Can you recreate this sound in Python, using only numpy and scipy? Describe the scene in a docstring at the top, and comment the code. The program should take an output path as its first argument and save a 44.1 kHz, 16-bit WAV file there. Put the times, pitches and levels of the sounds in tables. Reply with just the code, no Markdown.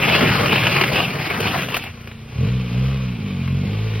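"""Gravel crunches and cracks under a booming hull: a small car shoves an upturned canoe along an alley.
The hull sticks and slips, crushing stones that make its shell ring; then it stops and settles.
The engine, whose firings thump the exhaust, idles, is revved, and sags as the clutch bites and backs
the car away. Heard from a few metres through a small stereo microphone."""
import sys
import numpy as np
from scipy import signal
from scipy.fft import rfft, irfft, next_fast_len
from scipy.io import wavfile
from scipy.ndimage import uniform_filter1d

SR = 44100
rng = np.random.default_rng(int(sys.argv[2]) if len(sys.argv) > 2 else 0)


def dump_mix(stems):
    """Bounce the given channels to the path in sys.argv[1] as a 16-bit WAV at rate SR."""
    frames = np.atleast_2d(stems).T  # one column per channel
    limited = np.clip(frames, -1, 1)  # hard clip at full scale
    pcm = np.round(limited * 32767).astype(np.int16)
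    wavfile.write(sys.argv[1], SR, pcm)


N = 176400
T = np.arange(N) / SR

# tone of crunching stones: pitch_hz, level_db
CRUNCH_TONE = [(150,-34),(300,1),(420,2),(540,0.5),(740,-0.5),(1000,-0.5),(1210,0),(1500,-1.5),(2000,0),(2480,4.5),(2850,3),(3080,0.5),(3350,-4.5),(4300,-13.5),(4900,-12.5),(5800,-25),(8500,-34),(15500,-30.5)]
# deep tone of the hull, also used for the engine's burble: pitch_hz, level_db
BOOM_TONE = [(25,-57),(55,-23.5),(85,-9),(135,1),(175,-3),(230,-7),(300,-16),(600,-22.5),(2000,-70.5)]
# bright tone of sand and stone chips: pitch_hz, level_db
GRIT_TONE = [(1000,8),(4000,7),(8500,-0.5),(11000,5),(15500,3.5)]


def from_db(db):
    """Turn decibels into a gain."""
    return 10 ** (np.asarray(db) / 20)


def rms_one(x):
    """Scale a sound to an average power of 1."""
    return x / np.sqrt(np.mean(x ** 2) + 1e-20)


def in_time(rows):
    """Draw straight lines between a table's rows: one curve per column after the time."""
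    times, *columns = np.transpose(rows)
    return [np.interp(T, times, column) for column in columns]


def colour(x, tone):
    """Filter a sound to follow a tone table, ringing only after each hit (minimum phase)."""
    size = 2 * next_fast_len(N // 2 + SR // 4)
    hz, db = np.transpose(tone)
    grid_hz = np.maximum(np.arange(size // 2 + 1) * SR / size, 1)
    gains = from_db(np.interp(np.log(grid_hz), np.log(hz), db))
    cepstrum = irfft(np.log(gains))
    cepstrum[1:size // 2] *= 2
    cepstrum[size // 2 + 1:] = 0
    return irfft(rfft(x, size) * np.exp(rfft(cepstrum)))[:N]


def drift(rate_hz):
    """A smooth random wander, typically about 1 either side of zero."""
    r = np.exp(-80 * np.pi * rate_hz / SR)
    slow = signal.lfilter([1], [1, -2 * r, r * r], rng.standard_normal(N // 40 + 2002))[2000:]
    return np.interp(np.arange(N) / 40, np.arange(len(slow)), rms_one(slow))


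def steady(x, window=5000):
    """Even out slow swings in loudness, holding the power near 1."""
    power = uniform_filter1d(uniform_filter1d(x ** 2, window), window)
    return x / np.sqrt(np.maximum(power, 1e-20))


def grains(per_s, spread_db):
    """Random clicks, many small and a few large."""
    sizes = from_db(spread_db * np.minimum(rng.exponential(1, N), 5))
    return sizes * rng.choice([-1, 1], N) * (rng.random(N) < per_s / SR)


def ring(x, hz, widths_hz):
    """Make a sound ring at one pitch, with one filter for each width."""
    for width_hz in widths_hz:
        r = np.exp(-np.pi * width_hz / SR)
        x = signal.lfilter([1, 0, -1], [1, -2 * r * np.cos(2 * np.pi * hz / SR), r * r], x)
    return x


def hull_scrape():
    """The hull sticks and slips, crushing grains that ring patches of the shell and shake all of it."""
    # crunch of the hull dragging over gravel: time_s, level_db
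    drag = [(0.0,-21),(0.04,-15.5),(0.30,-17),(0.44,-19.5),(0.48,-16.5),(0.725,-19.5),(0.77,-17),(0.89,-23),(0.98,-16.5),(1.12,-27.5),(1.31,-22),(1.385,-26.5),(1.46,-20),(1.50,-23),(1.60,-23.5),(1.7,-32.5),(1.75,-21.5),(1.81,-34.5),(1.87,-28.5),(1.95,-57.5)]
    # boom of the juddering hull: time_s, level_db
    judder = [(0.0, -25), (0.16, -24.5), (0.24, -15.5), (0.32, -21), (1.24, -28), (1.28, -38.5),
              (1.39, -24.5), (1.63, -27.5), (2.0, -50)]
    # hiss of sand being sprayed and crushed: time_s, level_db
    spray = [(0,-41),(.99,-40.5),(1.13,-48),(1.59,-41),(1.72,-48),(1.775,-40),(1.8,-54),(1.85,-51),(1.96,-74),(2.08,-59),(2.2,-90)]
    slips = from_db(1.5 * drift(rate_hz=47))
    contacts = grains(per_s=9000, spread_db=3) * slips
    patches, below = 0, 0
    for hz in np.geomspace(350, 5000, 16):  # each band swells and fades on its own
        low = signal.sosfiltfilt(signal.butter(10, hz, fs=SR, output="sos"), contacts)
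        patches += (low - below) * from_db(3.5 * drift(rate_hz=9.9))
        below = low
    crunch = steady(colour(patches + contacts - below, CRUNCH_TONE), window=2400)
    crunch *= from_db(in_time(drag)[0] - 1) * np.interp(T, [1.9, 2.05], [1, 0])
    boom = steady(colour(grains(per_s=1500, spread_db=2.26) * slips, BOOM_TONE), window=3500)
    boom *= from_db(in_time(judder)[0] + 1) * np.interp(T, [1.75, 1.92], [1, 0])
    sand = steady(colour(grains(per_s=14000, spread_db=1.5) * slips, GRIT_TONE), window=2400)
    sand *= from_db(in_time(spray)[0] + 4)
    return crunch + boom + sand


def exhaust(pulses, boom_db):
    """Each firing pushes a low thump out of the exhaust."""
    # tone of the exhaust: pitch_hz, level_db
    tone = [(25,-39.5),(44,-12.5),(54,-11),(65,-2.5),(88,-0.5),(110,2.5),(132,5),(165,-9.5),(215,-21.5),(262,-35),(305,-17),(360,-32),(445,-21),(540,-30),(900,-44.5),(3000,-65.5)]
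    return -steady(colour(pulses, tone)) * from_db(boom_db - 0.5)


def pipe_ring(firings, pipe_db):
    """Firings of uneven strength ring the exhaust pipe."""
    uneven = firings * from_db(1.5 * rng.standard_normal(N))
    return steady(ring(uneven, hz=200, widths_hz=(41, 90))) * from_db(pipe_db - 2.5)


def panel_growl(pulses, throb, boom_db):
    """The firings ring a body panel, which partly follows the exhaust's loudness."""
    shaking = pulses + 0.012 * rng.standard_normal(N) * (1 + throb)
    return steady(ring(shaking, hz=441, widths_hz=(48, 260))) * from_db(0.72 * boom_db - 31)


def fan(firing_count, firing_hz):
    """The fan hums where its housing rings; the octave above whines as it passes a second resonance."""
    blades_per_firing = 8
    phase = 2 * np.pi * blades_per_firing * firing_count
    blade_hz = blades_per_firing * firing_hz
    hum = np.sin(phase) * from_db(-42 + drift(rate_hz=5.1))
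    hum /= np.hypot(1, (blade_hz - 217) / 12)  # loudest at 217 Hz
    whine = np.sin(2 * phase) * from_db(-50.5)
    whine /= np.hypot(1, (2 * blade_hz - 853) / 21)
    return np.sqrt(2) * (hum + whine)


def burble(boom_db):
    """A low rumble that swells when the engine burns roughly, as the throttle opens or the load changes."""
    # moments of rough burning: peak_s, level_db
    stumbles = [(2.43,-26.5),(3.22,-31.5),(3.67,-27)]
    swells = sum(from_db(db) * np.exp(-((T - peak_s) / .055) ** 2) for peak_s, db in stumbles)
    return steady(colour(rng.standard_normal(N), BOOM_TONE)) * (swells + from_db(boom_db - 22))


def clatter(firing_count, throb, clatter_db):
    """Valves tick twice per firing, and the engine bay hisses in step with the firings."""
    # tone of the engine bay: pitch_hz, level_db
    tone = [(150,-4),(300,-0.5),(450,5),(700,-4),(950,-5),(1130,1),(1300,-6),(1480,-3),(1700,-8.5),(2000,-3.5),(2400,2.5),(3100,-2),(3500,-6),(4300,-12),(5000,-14.5),(6000,-23),(8500,-30.5),(15500,-29)]
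    ticks = np.diff(np.floor(2 * firing_count), prepend=0) * from_db(3.2 * rng.standard_normal(N))
    hiss = grains(per_s=12000, spread_db=2.85) * from_db(0.83 * drift(rate_hz=25))
    hiss *= 1 + 0.15 * throb
    rattle = rms_one(hiss) + from_db(-12.5) * rms_one(ticks)
    return steady(colour(rattle, tone)) * from_db(clatter_db + 3.5)


def engine():
    """The engine idles, revs and sags; its firings set the pace for its parts."""
    # engine speed: time_s, firings_per_s
    speed = [(0,44),(1.2,35),(1.8,29.8),(2.24,27.6),(2.32,30.2),(2.4,40.6),(2.5,62.4),(2.58,63.6),(2.7,58.7),(2.78,63.6),(2.92,68.4),(3.02,64.2),(3.12,60.6),(3.26,49.3),(3.4,44.3),(3.53,45),(3.63,47.2),(3.73,52.4),(3.84,55),(4,53)]
    # loudness of the parts as the load changes: time_s, boom_db, pipe_db, clatter_db
    load = [(0,-44.5,-29.5,-29.5),(1.9,-38.5,-45,-46),(2.25,-38.5,-52,-51),(2.34,-30,-41,-43.5),(2.42,-15.5,-23,-39.5),(2.47,-18,-25.5,-37.5),(2.56,-18.5,-24.5,-41),(2.69,-28,-26.5,-40),(2.79,-16.5,-21,-37.5),(2.88,-17,-29,-37.5),(3.0,-22,-27.5,-40),(3.1,-23.5,-24.5,-42),(3.18,-28.5,-29,-42.5),(3.33,-26.5,-24,-41),(3.45,-22.5,-24.5,-41),(3.56,-17.5,-26,-42.5),(3.66,-23.5,-21.5,-39),(3.8,-19.5,-38.5,-39.5),(4,-21.5,-35,-37.5)]
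    firing_hz, = in_time(speed)
    boom_db, pipe_db, clatter_db = in_time(load)
    firing_count = np.cumsum(firing_hz * (1 + .003 * drift(rate_hz=20))) / SR
    firings = np.diff(np.floor(firing_count), prepend=0)  # one click per firing
    throb = np.cos(2 * np.pi * firing_count)
    pulses = firings * from_db(.6 * rng.standard_normal(N))
    pulses = signal.sosfilt(signal.butter(2, 20, "high", fs=SR, output="sos"), pulses)
    return (exhaust(pulses, boom_db) + pipe_ring(firings, pipe_db) + panel_growl(pulses, throb, boom_db)
            + fan(firing_count, firing_hz) + burble(boom_db) + clatter(firing_count, throb, clatter_db))


def outdoor_air():
    """A faint, steady background rumble."""
    # tone of the background: pitch_hz, level_db
    tone = [(25,-10.5),(90,7),(300,-15),(2000,-23),(15000,-45)]
    return from_db(-39.5) * rms_one(colour(rng.standard_normal(N), tone))


def stone_cracks():
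    """A stone gives way: a sharp click and a brief crumbling, heard through the shell."""
    # stones breaking: start_s, strength_db, brightness_db
    cracks = [(.123,-4,-8),(.15,-1,-10),(.206,-3,-8),(.457,-5,-3),(.529,-2,-8),(.558,-1,-10),(.635,-5,-6),(.667,1.5,-14),(.748,-6,-6),(.764,-3.5,-4),(.811,3,-18),(.836,0,-10),(.957,-6,0),(1.001,-5,-4),(1.31,-12,2),(1.403,-10.5,16),(1.472,-7,-2),(1.577,-16,15),(1.619,-11,2),(1.685,-12,-1),(1.702,-18,13),(1.742,-4,5),(1.766,-8,17),(1.838,-15,10),(2.012,-44,29),(2.073,-20.5,0),(2.113,-22.5,0),(3.475,-19,-6)]
    rise_s, decay_s = .001, .0055
    shell, chips = np.zeros(N), np.zeros(N)
    age = T[:SR // 10]
    crumble = from_db(-9) * np.exp(-age / decay_s) * (1 - np.exp(-age / rise_s))
    for start_s, strength_db, brightness_db in cracks:
        burst = rng.standard_normal(len(age)) * crumble
        burst[int(rise_s * SR)] += 1  # the click
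        span = slice(int(start_s * SR), int(start_s * SR) + len(age))
        shell[span] += burst * from_db(strength_db + 9)
        chips[span] += burst * from_db(strength_db + brightness_db - 24)
    return colour(shell, CRUNCH_TONE) + colour(chips, GRIT_TONE)


def groans():
    """The shell or a trapped stone catches on the gravel and rings briefly at one pitch."""
    # groans of the shell and squeals of stones: peak_s, pitch_hz, level_db
    catches = [(0.136,2580,-14),(1.001,2860,-18.5),(1.402,432,-21.5),(1.558,736,-21.5),(1.561,990,-26),(1.62,2720,-29),(3.41,2420,-38.5)]
    sound = np.zeros(N)
    for peak_s, pitch_hz, level_db in catches:
        ringing = ring(rng.standard_normal(N), pitch_hz, widths_hz=(98, 196))
        swell = np.exp(-((T - peak_s) / 0.0089) ** 2 / 2)
        sound += steady(ringing, window=1500) * from_db(level_db) * swell
    return sound


def tyre_pops():
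    """Small stones pop under the tyres once the car rolls back."""
    pops = rms_one(colour(grains(per_s=90, spread_db=6.7), CRUNCH_TONE))
    rolling = np.interp(T, [3.5, 4], [0, 1])
    return pops * from_db(-57) * rolling


def reflections(x, decay_s):
    """Short echoes from ground and fences; five sets fade in and out as car and canoe move."""
    weights = np.array([drift(rate_hz=3.8) for _ in range(5)])
    weights /= np.linalg.norm(weights, axis=0)
    age = T[:SR // 8]
    echoes = np.zeros(N)
    for weight in weights:
        tail = rng.standard_normal(len(age)) * np.exp(-age / decay_s)
        spectrum = rfft(tail, 2 * len(age))
        even_tail = irfft(spectrum / np.abs(spectrum))[:len(age)]  # favours no pitch
        echoes += weight * signal.fftconvolve(x, even_tail)[:N]
    return echoes


def scene():
    """Canoe and car a little to the left, the alley spreading their sound."""
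    # how much the echoes differ between left and right: pitch_hz, level_db
    width = [(60,-51),(150,-35),(300,-14.5),(650,-7.5),(1500,-6.5),(2100,-16.5),(2600,-45.5),(2950,-57),(3400,-21),(4200,3),(5000,-6.5),(6000,9.5),(7200,-1),(8500,5.5),(11000,-4),(15000,-3.5)]
    # how much the direct sound leans left: pitch_hz, level_db
    left_lean = [(100,-45),(350,-16),(700,-9),(1100,-12.5),(1700,-5.5),(2400,-19),(5000,-41),(9000,-19.5),(15000,-7.5)]
    direct = hull_scrape() + stone_cracks() + groans() + engine() + tyre_pops() + outdoor_air()
    bright = signal.sosfilt(signal.butter(2, 400, "high", fs=SR, output="sos"), direct)
    mid = direct + from_db(-10.5) * reflections(bright, decay_s=0.011)
    side = colour(reflections(direct, decay_s=0.007), width) + colour(direct, left_lean)
    return np.array([mid + side, mid - side])


def record(dry):
    """The microphone rounds off peaks, its two sides oppose near 7 kHz, and the highest treble is cut."""
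    # tone of what both sides share: pitch_hz, level_db
    shared_tone = [(4900,-0.5),(5600,0.5),(6250,-26),(7700,-40),(8400,-1),(10000,-1)]
    left, right = 1.3 * np.tanh(dry / 1.3)
    mid = colour((left + right) / 2, shared_tone)
    side = (left - right) / 2
    treble_cut = signal.ellip(12, .1, 90, 15850, fs=SR, output="sos")
    return signal.sosfilt(treble_cut, np.array([mid + side, mid - side]))


dry = scene()
out = record(dry)
dump_mix(out)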